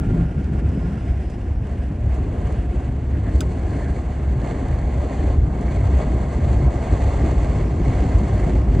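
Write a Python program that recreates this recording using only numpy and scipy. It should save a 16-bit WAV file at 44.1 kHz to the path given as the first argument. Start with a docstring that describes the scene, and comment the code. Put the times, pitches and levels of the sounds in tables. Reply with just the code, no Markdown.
"""The road shakes a car from below: its cabin booms, its panels rumble, and a dip and blows rock and thump the floor.
The tyres roar and drone, and their slushy spray hisses louder as the road gets wetter; lumps of slush rattle.
Wind rushes past the window, a breathy whistle fades as the drone fades, grit ticks and some plastic clicks once.
Most layers are noise shaped by resonances, with levels that follow the road, the water and the gusts;
the thumps are short sines, and the click is a set of ringing modes."""
import sys
import numpy as np
from scipy import signal
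from scipy.fft import rfft, irfft
from scipy.io import wavfile
from scipy.ndimage import uniform_filter1d

SR = 44100
rng = np.random.default_rng(int(sys.argv[2]) if len(sys.argv) > 2 else 0)


def generate_wav(sig):
    """Save sig (samples, or channels by samples) to the path in sys.argv[1] as 16-bit PCM at SR."""
    pcm = np.round(np.clip(np.atleast_2d(sig).T, -1, 1) * 32767).astype(np.int16)
    wavfile.write(sys.argv[1], SR, pcm)


N = 388080   # samples: 8.8 s
TIME = np.arange(N) / SR   # seconds
BINS = np.maximum(np.arange(N // 2 + 1) * SR / N, 1)   # Hz of each frequency bin, at least 1


def from_db(db):
    """Turn decibels into gain."""
    return 10 ** (np.asarray(db) / 20)


def rms_one(x):
    """Scale to an rms (average strength) of one."""
    return x / np.sqrt(np.mean(x ** 2) + 1e-20)


def in_time(rows):
    """Draw each column of a (seconds, ..) table as a curve over time."""
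    s, *columns = np.transpose(rows)
    return [np.interp(TIME, s, column) for column in columns]


def in_frequency(rows):
    """Draw each column of a (Hz, ..) table as a curve over frequency, on a log scale."""
    hz, *columns = np.transpose(rows)
    return [np.interp(np.log(BINS), np.log(hz), column) for column in columns]


def colour(points):
    """Gain per bin of a (Hz, dB) spectrum."""
    return from_db(in_frequency(points)[0])


def resonances(modes):
    """Gain per bin of separately driven resonances, whose powers add."""
    power = 0
    for hz, width_hz, db in modes:
        detuning = (BINS ** 2 - hz ** 2) / (BINS * width_hz)
        power = power + from_db(db) ** 2 / (1 + detuning ** 2)
    return np.sqrt(power)


def shaped(drive, gain):
    """Filter a drive by a gain per bin, then scale it to an rms of one."""
    return rms_one(irfft(rfft(drive) * gain, N))


def white():
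    """Two unrelated noises: the direct sound and its diffuse part."""
    return rng.standard_normal((2, N))


def drift(rate_hz):
    """Slow random motion with a spread of one."""
    return shaped(rng.standard_normal(N), 1 / (1 + (BINS / rate_hz) ** 2))


def flicker(rate_hz, span_s=0.16):
    """Quick random motion with no slow swell and no extreme peaks."""
    chance = drift(rate_hz)
    slow_swell = uniform_filter1d(chance, max(int(span_s * SR), 2))
    return 2 * np.tanh(rms_one(chance - slow_swell) / 2)


def evened(x, span_s):
    """Hold a noise at a constant strength over the given span."""
    power = uniform_filter1d(x ** 2, max(int(span_s * SR), 2), axis=-1)
    return x / np.sqrt(power + 1e-6)


def wavering(x, share, rate_hz):
    """Let every resonance in a sound wander in pitch by stretching time a little."""
    place = np.cumsum(1 + share * drift(rate_hz)) % N
    return np.array([np.interp(place, np.arange(N), part) for part in x])


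def held(end_s, fade_s, first_db, later_db):
    """A level in dB that holds, then glides to another."""
    return np.interp(TIME, [end_s, end_s + fade_s], [first_db, later_db])


def swell(crest_s, length_s, time=TIME):
    """A smooth rise to one and fall again; the length is taken at half height."""
    return np.exp2(-np.minimum((2 * (time - crest_s) / length_s) ** 2, 60))


def swells(rows):
    """Sum of swells from rows of (crest s, length s, height)."""
    coarse = TIME[::32]   # drawn on every 32nd sample to save work
    total = sum(height * swell(s, length, coarse) for s, length, height in rows)
    return np.interp(TIME, coarse, total)


def loudness_swells(rows):
    """Sum of swells whose heights are given in dB, as a gain."""
    return swells([(s, length, from_db(db)) for s, length, db in rows])


def bursts(rows):
    """Short dying scratches of contact noise from rows of (start s, dB, t60 s)."""
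    envelope = np.zeros(N)
    age = TIME[:SR // 10]
    for s, db, t60 in rows:
        start = round(s * SR)
        envelope[start:start + len(age)] += from_db(db - 60 * age / t60)
    return envelope * white()


def ring(drive, hz, t60):
    """A resonator: a unit click sets a sine of height one ringing, dying by 60 dB in t60 seconds."""
    r, w = from_db(-60 / (t60 * SR)), 2 * np.pi * hz / SR
    return signal.lfilter([0, np.sin(w)], [1, -2 * r * np.cos(w), r * r], drive + 1e-18)


# Narrow resonances of the body panels and wheel arches.
# Each row: pitch in Hz, width in Hz, strength in dB (doubled when the resonances are squared).
BODY_MODES = [(204.5, 10, -1.5), (262, 22, -7.5), (603, 37, -1.5), (675, 68, -5.5), (1059, 18, -0.5),
              (1614, 52, -0.5), (1997, 70, -2), (2237, 130, 0.5), (2428, 86, 7), (2670, 46, -6.5),
              (3330, 14, 0), (3490, 39, 0.5), (4340, 300, 0.5), (6670, 430, -0.5), (7500, 110, -6.5),
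              (10100, 120, 1.5)]


def through_body(drive, spectrum):
    """Sound from outside takes on a colour and the resonances of the body; rms one."""
    return shaped(drive, colour(spectrum) * (1 + resonances(BODY_MODES) ** 2))


# How strongly the car booms and rumbles.
# Each row: time in seconds, cabin boom in dB, panel rumble in dB, both before surges and trims.
ROAD_SHAKE = [(0, -27.5, -25), (.33, -24, -28.5), (.85, -28, -27), (1.25, -27, -33), (2.6, -24, -30),
              (3.2, -25, -27), (5.0, -22.5, -27.5), (6.9, -22, -26), (7.5, -20.5, -24), (8.8, -19.5, -25)]
# Surges and lulls of boom and rumble: bumps under the wheels, and air modes beating.
# Each row: crest in seconds, length in seconds, rise of the boom in dB, rise of the rumble in dB.
SURGES = [(0.058, 0.036, 6.5, 1.5), (0.137, 0.045, -10.5, 1.5), (0.194, 0.11, 3, 4.5),
          (0.312, 0.068, -8.5, -4.5), (.426, 0.12, 1, 0.5), (0.566, 0.052, 6.5, 2), (.675, 0.057, 10.5, -1),
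          (.96, 0.04, 0, -2), (1.116, .098, 9, -1.5), (1.357, 0.077, -7, 2.5), (1.508, 0.062, 5, 0.5),
          (1.815, .08, 2, 1.5), (1.916, 0.12, -3.5, 1.5), (2.087, .06, 9, 0), (2.195, 0.049, 3.5, 5),
          (2.342, 0.095, -5, 4), (2.485, 0.18, 2, 3), (2.76, 0.089, 0, -0.5), (3.159, .07, 7.5, -2.5),
          (3.363, 0.048, 9.5, -0.5), (3.447, 0.037, 4.5, -1), (3.795, 0.11, -3, 0.5), (3.895, 0.028, 7, -1),
          (4.059, 0.079, -5, -4), (4.158, .05, 1.5, -5), (4.29, 0.044, 6, -5), (4.365, 0.04, 7, 0),
          (4.537, 0.14, -7, 1), (4.742, .05, 3, 0), (4.972, 0.07, 3, 0), (5.09, .1, -5.5, -1.5),
          (5.25, 0.076, 4.5, 1.5), (5.423, 0.1, 6.5, 2), (5.574, 0.068, -8.5, 1), (5.648, 0.018, 2, 3.5),
          (5.94, 0.063, 9, 0.5), (6.04, 0.053, -0.5, 4), (6.18, 0.088, 1.5, 3.5), (6.278, .09, -5.5, -2.5),
          (6.476, 0.12, 6, 3), (6.561, 0.031, 5, .5), (6.675, 0.056, 6, 2.5), (6.84, 0.11, -4.5, -2),
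          (6.928, 0.057, 4, 1), (7.08, .064, 6.5, -4.5), (7.25, 0.038, 5, 5), (7.382, 0.045, 4.5, -0.5),
          (7.637, 0.031, 2, 1.5), (7.77, 0.33, -1, 0.5), (7.97, 0.16, 1, 1), (8.17, .055, 7, 0.5),
          (8.277, .1, -6.5, 1), (8.49, 0.065, -8.5, 4), (8.56, 0.082, 4.5, 1), (8.79, 0.14, 5.5, 3.5)]


def road_levels(uneven_db=2.04):
    """Levels of boom and rumble, and the jolts: rumble surges plus quick unevenness, all in dB."""
    boom_db, rumble_db = in_time(ROAD_SHAKE)
    boom_surge_db = swells([(s, length, boom) for s, length, boom, rumble in SURGES])
    rumble_surge_db = swells([(s, length, rumble) for s, length, boom, rumble in SURGES])
    jolt_db = rumble_surge_db + uneven_db * flicker(rate_hz=17)
    return boom_db + boom_surge_db, rumble_db + jolt_db, jolt_db


# Air modes of the cabin, the deepest first.
# Each row: pitch in Hz, width in Hz, strength in dB within its group (the deepest is scaled by itself).
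CABIN_AIR_MODES = [(56.2, 6.8, 2.5), (67.7, 5.3, 6.5), (81, 24, -12), (96.3, 14, -6)]
WAVY_FROM_S = 4.1   # longer waves in the road begin to favour the deepest air mode


def cabin_boom(level_db, trim_db=1.83, top_hz=125, early_deep_db=-5.5, late_deep_db=0.0):
    """The road drives the lowest air modes, which beat together; the deepest grows on the wavy stretch."""
    dull = 1 / np.sqrt(1 + (BINS / top_hz) ** 8)   # little boom above top_hz
    deepest, *others = CABIN_AIR_MODES
    deep_gain = from_db(held(WAVY_FROM_S, .3, early_deep_db, late_deep_db))
    deep = deep_gain * shaped(white(), resonances([deepest]) * dull)
    upper = shaped(white(), resonances(others) * dull)
    return from_db(level_db + trim_db) * evened(deep + upper, span_s=0.1)


# Colour of the panel rumble. Each row: frequency in Hz, relative level in dB.
PANEL_COLOUR = [(20, -13.5), (60, -7), (100, -1.5), (132, 1), (160, -3.5), (190, -5.5), (222, -10),
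                (260, -7), (330, -9.5), (400, -13), (500, -23.5), (800, -93)]


def panel_rumble(level_db, trim_db=0.35):
    """Floor and door panels pass on the texture of the road."""
    return from_db(level_db + trim_db) * evened(through_body(white(), PANEL_COLOUR), span_s=0.14)


SWAY_DB = -32   # steady shudder
DIP_S, DIP_LENGTH_S, DIP_DB = 5.38, 0.18, -20.5   # one long dip rocks the body; time is at the bottom


def body_sway(sway_hz=47, width_hz=20):
    """The body shudders on its springs, deeper than the boom of the cabin."""
    level = from_db(SWAY_DB) + from_db(DIP_DB) * swell(DIP_S, DIP_LENGTH_S)
    shudder = shaped(white(), resonances([(sway_hz, width_hz, 0)]) ** 2)
    return level * evened(shudder, span_s=0.28)


# Seams and potholes thump the floor.
# Each row: hardest moment in seconds, length in seconds, pitch in Hz, height in dB before the trim.
FLOOR_THUMPS = [(0.115, .09, 101, -16), (.192, 0.078, 168, -18), (1.622, 0.022, 115, -18),
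                (2.04, 0.037, 110, -18), (2.275, 0.052, 100, -25), (3.224, 0.082, 102, -19),
                (3.458, 0.033, 104, -18.5), (3.73, 0.14, 103, -26.5), (4.382, 0.053, 119, -20),
                (5.373, 0.14, 122, -22.5), (5.823, 0.12, 125, -19), (5.852, 0.11, 94, -13),
                (6.644, 0.043, 134, -14), (7.053, 0.062, 92, -14.5), (7.214, 0.046, 117, -17.5),
                (7.895, 0.029, 116, -12), (8.324, 0.079, 102, -15)]


def thumps(trim_db=-1.0):
    """Each blow from the road makes the floor flex: a swelling sine with a random starting phase."""
    flex = np.zeros(N)
    for s, length, hz, db in FLOOR_THUMPS:
        wave = np.sin(2 * np.pi * (hz * TIME + rng.random()))
        flex += from_db(db + trim_db) * swell(s, length) * wave
    return np.array([flex, np.zeros(N)])   # no diffuse part


# Water on the road. Each row: time in seconds, wetness in dB about the usual level.
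ROAD_WETNESS = [(0.0, -3.5), (1.1, -3.5), (1.24, -4.5), (2.1, -4), (2.52, 2), (2.65, -4), (3.17, -2.5),
                (3.35, 0.5), (4.32, 0.5), (4.52, 2.5), (5.29, 5), (5.42, -1.5), (5.63, 3.5), (6.7, 4.5),
                (7.03, 7.5), (7.77, 4.5), (8.35, 6), (8.8, 4)]
# Puddles and drier spots.
# Each row: middle in seconds, length in seconds, rise of the roar in dB, rise of the spray in dB
# (both rises are then scaled by how closely the layer follows the wetness).
PUDDLE_RISES = [(0.17, 0.13, 4, 3.5), (.3, 0.085, -1.5, -5), (.578, 0.034, 3, 0.5), (0.886, 0.037, 3, 1),
                (1.108, .06, 1, 0.5), (1.592, .1, 0, -5), (1.7, .085, 3, 3), (1.926, 0.17, 0, -2),
                (2.148, .12, 5.5, 4), (2.795, 0.17, 4, 3), (3.268, 0.11, 1.5, 1.5), (3.763, 0.11, 3, 2.5),
                (3.987, 0.035, 3, 3.5), (4.2, 0.32, 0, 0), (4.477, 0.093, 3, 3.5), (4.587, 0.088, 1.5, 2),
                (4.846, .17, -1.5, -1.5), (5.173, 0.036, -0.5, 1), (5.5, 0.071, 3, 0), (5.74, .07, 0, 1.5),
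                (5.878, 0.064, 2, 1.5), (6.001, 0.11, 4, 3), (6.167, 0.032, 2, 0), (6.53, 0.075, 2.5, 2.5),
                (6.686, 0.025, 3, -4.5), (7.612, 0.035, 1, .5), (7.757, 0.17, -2, -2.5),
                (7.935, 0.29, 1.5, 2), (8.424, 0.072, 0.5, 0), (8.645, 0.11, -2.5, -5)]
ROAR_DB, ROAR_FOLLOWS = -37, 1.154   # before trim, at the usual wetness; dB per dB of wetness
SPRAY_DB, SPRAY_FOLLOWS = -65, 1.28   # the same for the spray


def wet_road_levels():
    """Levels in dB of the tyre roar and of the thrown water, which both rise with the wetness."""
    wet_db, = in_time(ROAD_WETNESS)
    roar_rise_db = wet_db + swells([(s, length, roar) for s, length, roar, hiss in PUDDLE_RISES])
    spray_rise_db = wet_db + swells([(s, length, hiss) for s, length, roar, hiss in PUDDLE_RISES])
    return ROAR_DB + ROAR_FOLLOWS * roar_rise_db, SPRAY_DB + SPRAY_FOLLOWS * spray_rise_db


# Colour of the tyre roar. 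Each row: frequency in Hz, relative level in dB.
ROAR_COLOUR = [(250, -5), (400, 0), (500, 0), (560, -1), (640, -3.5), (700, 0), (860, -7), (1050, -10),
               (1200, -11), (1400, -16), (2200, -43), (4000, -72.5)]


def tread_roar(level_db, patches, trim_db=-0.32, patchy_db=1.05, wander=0.00898):
    """Tread blocks slap the asphalt, louder on each rough patch; the resonances wander a little."""
    roar = wavering(through_body(white(), ROAR_COLOUR), wander, rate_hz=3.05)
    return from_db(level_db + trim_db + patchy_db * patches) * roar


# The drone is strong until the coarse asphalt ends, then fades; levels are before the jolts.
COARSE_END_S, COARSE_FADE_S, COARSE_DRONE_DB, SMOOTH_DRONE_DB = 0.93, 0.57, -29.5, -52.5


def tyre_drone(jolt_db, coarse_hz=164, width_hz=70, cavity_hz=222, cavity_width_hz=55, cavity_db=-41):
    """Coarse asphalt makes the tyres drone; the ring of air inside them hums on every surface."""
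    level_db = held(COARSE_END_S, COARSE_FADE_S, COARSE_DRONE_DB, SMOOTH_DRONE_DB) + jolt_db
    # squaring a resonance makes it narrower and steeper
    drone = evened(shaped(white(), resonances([(coarse_hz, width_hz, 0)]) ** 2), span_s=0.15)
    cavity = shaped(white(), resonances([(cavity_hz, cavity_width_hz, 0)]) ** 2)
    return from_db(level_db) * drone + from_db(cavity_db) * cavity


# Colour of the spray. Each row: frequency in Hz, relative level in dB.
SPRAY_COLOUR = [(900, -4.5), (1400, -1), (1580, 9.5), (1900, 13.5), (2170, 11.5), (2330, -7.5), (2700, 6.5),
                (3800, -0.5), (4700, -1.5), (5100, -11.5), (6000, -2), (6800, -1), (8050, 1), (9000, -11.5),
                (10300, -14), (11100, -37), (13000, -62)]


def spray(level_db, patches, trim_db=12, patchy_db=1.45, drops_per_s=6000, size_db=5.5, mist_db=4.0):
    """Mist and countless droplets of uneven size strike the wheel arches."""
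    sizes = from_db(size_db * np.minimum(rng.exponential(1, N), 4))   # capped, so no giant drops
    landings = rng.random(N) < drops_per_s / SR
    drops = rms_one(landings * sizes * white())
    water = through_body(drops + from_db(mist_db) * white(), SPRAY_COLOUR)
    return from_db(level_db + trim_db + patchy_db * patches) * water


# Big lumps of slush slap the wheel arch.
# Each row: start in seconds, level in dB before the arch, time to fall by 60 dB in seconds.
BIG_SPLASHES = [(4.44, -43, 0.084), (5.586, -48, .1), (5.681, -40, 0.084), (5.811, -43, .08),
                (6.838, -42, 0.091), (7.594, -40.5, 0.091), (7.903, -43.5, 0.11), (8.428, -37, .1)]
# Each row: pitch in Hz, width in Hz, strength in dB, before the resonances are squared.
ARCH_MODES = [(1562, 110, 2), (1800, 130, 0), (2080, 140, 0.5), (2224, 110, 2.5)]


def spatter(level_db, trim_db=6.5, lumps_per_s=120, size_db=1.0, lump_t60=0.04):
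    """Small lumps of slush at random, and a few big ones, rattle the wheel arch."""
    landings = rng.random(N) < lumps_per_s / SR
    lumps = landings * from_db(size_db * np.minimum(rng.exponential(1, N), 2))
    fade = from_db(-60 / (lump_t60 * SR))   # per sample
    envelope = signal.lfilter([1], [1, -fade], lumps + 1e-18)
    small = from_db(level_db + trim_db) * rms_one(envelope * white())
    arch = rms_one(resonances(ARCH_MODES) ** 2)
    return irfft(rfft(small + bursts(BIG_SPLASHES)) * arch, N)


# A tyre runs through strips of slush.
# Each row: deepest moment in seconds, length in seconds, level in dB before the patches.
SLUSH_STRIPS = [(3.153, 0.033, -46.5), (3.266, .07, -46.5), (3.68, 0.13, -55.5), (3.844, .14, -44.5),
                (4.57, 0.5, -50), (5.188, 0.11, -48)]
# Each row: pitch in Hz, width in Hz, relative strength in dB, before the resonances are squared.
SLUSH_MODES = [(1700, 440, 4), (2130, 240, -2.5), (4330, 330, -11.5)]


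def slush(patches, patchy_db=0.5):
    """Heavier water swishes in the wheel arch, lower than the fine spray."""
    swish = shaped(white(), resonances(SLUSH_MODES) ** 2)
    return loudness_swells(SLUSH_STRIPS) * from_db(patchy_db * patches) * swish


# Fine mist blows against the glass.
# Each row: thickest moment in seconds, length in seconds, level in dB before the patches.
MIST_GUSTS = [(3.36, .06, -57), (3.518, 0.17, -61), (3.75, 0.17, -57.5), (3.95, 0.16, -61),
              (6.35, 0.31, -63), (8.3, 0.4, -65)]
# Each row: pitch in Hz, width in Hz, relative strength in dB, before the resonances are squared.
MIST_MODES = [(4330, 600, 3), (7500, 4600, 1.5)]


def mist(patches, patchy_db=3.0, top_hz=9300):
    """The finest droplets hiss on the glass in uneven gusts."""
    gain = resonances(MIST_MODES) ** 2 / np.sqrt(1 + (BINS / top_hz) ** 32)   # steep end at top_hz
    return loudness_swells(MIST_GUSTS) * from_db(patchy_db * patches) * shaped(white(), gain)


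# A breathy whistle fades away as the drone of the tyres fades; levels are before flutter.
WHISTLE_END_S, WHISTLE_FADE_S, EARLY_WHISTLE_DB, LATE_WHISTLE_DB = 0.98, 0.11, -52, -70


def breathy_whistle(whistle_hz=1400, width_hz=130):
    """Noise through one narrow resonance gives a breathy tone, nearly gone after its fade."""
    level_db = held(WHISTLE_END_S, WHISTLE_FADE_S, EARLY_WHISTLE_DB, LATE_WHISTLE_DB)
    return from_db(level_db) * shaped(white(), resonances([(whistle_hz, width_hz, 0)]) ** 2)


# Air past the window. Each row: time in seconds, level of the rush in dB before flutter.
WIND_RUSH = [(0, -45), (.32, -47), (.65, -45), (1.1, -44.5), (1.22, -47), (1.6, -50), (1.72, -48),
             (1.95, -47.5), (2.5, -46.5), (3.8, -50), (7, -52.5), (8.8, -47)]
# Colour of the rush. Each row: frequency in Hz, relative level in dB.
RUSH_COLOUR = [(300, 3), (520, 9), (635, -2.5), (720, 10), (950, -5.5), (1150, -10), (1350, 0), (1650, 2),
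               (2200, -5), (2400, -4), (2800, -5), (3300, -12), (4200, -21), (6000, -23), (9000, -20.5),
               (10500, -28.5), (12000, -69)]
# The window seal hisses through two resonances.
# Each row: pitch in Hz, width in Hz, relative strength in dB, before the resonances are squared.
SEAL_MODES = [(5000, 510, -1), (5570, 650, 1)]
# Gusts press on the window seal.
# Each row: peak in seconds, length in seconds, rise of the hiss in dB.
SEAL_GUSTS = [(.85, 1.4, 8.5), (7.8, 3.2, 10.5)]
SEAL_DB = -75   # hiss without a gust, before flutter


def wind():
    """Turbulent air rushes at the window, with a thin hiss from its seal."""
    rush_db, = in_time(WIND_RUSH)
    hiss_db = SEAL_DB + swells(SEAL_GUSTS)
    rush = from_db(rush_db) * shaped(white(), colour(RUSH_COLOUR))
    hiss = from_db(hiss_db) * shaped(white(), resonances(SEAL_MODES) ** 2)
    return rush + hiss


# The sharpest gusts make the seal sing thinly.
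# Each row: peak in seconds, length in seconds, level in dB before flutter.
SEAL_WHISTLES = [(.79, .15, -68), (1.07, .11, -68), (1.31, 0.11, -67)]


def seal_whistle(whistle_hz=5050, width_hz=260, flutter_db=2.0):
    """Air squeezes through the window seal in fluttering puffs."""
    flutter = from_db(flutter_db * drift(rate_hz=30))
    thin_noise = shaped(white(), resonances([(whistle_hz, width_hz, 0)]) ** 2)
    return loudness_swells(SEAL_WHISTLES) * flutter * thin_noise


# Grit thrown against the body.
# Each row: start in seconds, level in dB before colour and trim, time to fall by 60 dB in seconds.
GRIT_TICKS = [(.443, -52, 0.025), (.691, -57, .025), (.749, -57, .025), (1.299, -56, 0.087),
              (1.668, -58, .03), (1.96, -60, .025), (2.059, -60, .025), (2.144, -55, 0.095),
              (2.524, -51, .03), (4.684, -49.5, 0.016), (5.611, -51, 0.033), (6.84, -51, .03)]
# Colour of the ticks, and of the tail of the click. 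Each row: frequency in Hz, gain in dB.
TICK_COLOUR = [(300, -20), (1000, -6), (2200, 12), (4000, 7.5), (8000, 7), (10500, 1), (13000, -38)]


def grit(trim_db=1.0):
    """Grains of ice and salt tick on the body."""
    return from_db(trim_db) * irfft(rfft(bursts(GRIT_TICKS)) * colour(TICK_COLOUR), N)


# The plastic scratches as it settles after its snap.
# Each row: start in seconds, level in dB relative to the snap, time to fall by 60 dB in seconds.
SETTLING_SCRATCHES = [(3.4078, -18.5, 0.006), (3.4112, -29.5, 0.0052), (3.4165, -34, .014)]
# Ringing modes of the plastic.
# Each row: pitch in Hz, level in dB before trim and filter, time to fall by 60 dB in seconds.
PLASTIC_MODES = [(3050, -34, .026), (3460, -33, .018), (3620, -31, .017), (3840, -28.5, 0.019),
                 (4660, -36, .014), (4960, -23, 0.012), (6440, -24, 0.012), (7010, -38, .018),
                 (7880, -30, 0.026), (9500, -40, .018), (10140, -36, .021), (13700, -45, .014),
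                 (15400, -42, .016)]
# The larger panel behind it answers with a hollow knock.
# Each row: pitch in Hz, level in dB, time to fall by 60 dB in seconds.
KNOCK_MODES = [(1296, -28.5, .06), (1510, -28, .04)]


def plastic_click(snap_s=3.4068, trim_db=-1.0, tail_db=-44, tail_t60=0.087, knock_s=3.411, thin_hz=2700):
    """One sharp snap and a few scratches ring the plastic; the padded cabin returns a very short tail."""
    contact, push = bursts(SETTLING_SCRATCHES), np.zeros((2, N))
    contact[0, round(snap_s * SR)] += 1
    push[0, round(knock_s * SR)] = 1
    snap = sum(from_db(db + trim_db) * ring(contact, hz, t60) for hz, db, t60 in PLASTIC_MODES)
    # the snap is thin: little of it lies below thin_hz
    snap = signal.sosfilt(signal.butter(2, thin_hz, "high", fs=SR, output="sos"), snap)
    knock = np.zeros((2, N))
    for k, (hz, db, t60) in enumerate(KNOCK_MODES):
        knock += (-1) ** k * from_db(db) * ring(push, hz, t60)   # the modes start in opposite directions
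    tail_noise = bursts([(snap_s, tail_db, tail_t60)])
    tail = irfft(rfft(tail_noise) * colour(TICK_COLOUR), N)
    return snap + knock + tail


# The two microphone ports, left and right.
# Each row: frequency in Hz, likeness of the two from 0 to 1, radians by which the right leads,
# left minus right in dB.
PORTS = [(65, .9999, 0, .1), (170, .997, .02, .4), (300, .98, .12, .7), (460, .8, .55, 1.5),
         (580, .9, .65, 3), (700, .92, .45, -1.2), (950, .8, .65, -.6), (1180, .83, 1.1, -.7),
         (1400, .3, 1.8, -3.7), (1560, .8, -.3, -3), (1850, .997, 0, 0), (2150, .99995, 0, 0),
         (4800, .99995, 0, 0), (5250, .85, 1.05, 0), (7500, .94, 1.3, 0), (11000, .8, 1.3, 0)]


def at_ports(sound):
    """The direct part reaches both ports with a phase step; the diffuse part differs between them."""
    likeness, lead, balance_db = in_frequency(PORTS)
    direct, diffuse = rfft(sound)
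    side = np.array([[1], [-1]])   # left, right
    shared = np.sqrt((1 + likeness) / 2) * direct
    pair = shared + side * np.sqrt((1 - likeness) / 2) * diffuse
    balance = from_db(side * balance_db / 2)
    return irfft(pair * balance * np.exp(-.5j * side * lead), N)


def scene(flutter_db=1.9):
    """Road, tyres, water, wind and small ticks, heard from a seat by the window."""
    boom_db, rumble_db, jolt_db = road_levels()
    roar_db, water_db = wet_road_levels()
    patches = flicker(rate_hz=35)   # wet and rough patches pass under the tyres
    road = cabin_boom(boom_db) + panel_rumble(rumble_db) + body_sway() + thumps()
    tyres = tread_roar(roar_db, patches) + tyre_drone(jolt_db)
    water = spray(water_db, patches) + spatter(water_db) + slush(patches) + mist(patches)
    flutter = from_db(flutter_db * drift(rate_hz=21))   # the whistle and the wind flutter together
    air = flutter * (breathy_whistle() + wind()) + seal_whistle()
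    ticks = grit() + plastic_click()
    return at_ports(road + tyres + water + air + ticks)


def record(dry, low_cut_hz=23, top_cut_hz=15800):
    """The microphone drops the deepest bass and the top is cut steeply."""
    thinned = signal.sosfilt(signal.butter(4, low_cut_hz, "high", fs=SR, output="sos"), dry)
    return signal.sosfilt(signal.ellip(10, .1, 80, top_cut_hz, fs=SR, output="sos"), thinned)


dry = scene()
out = record(dry)
generate_wav(out)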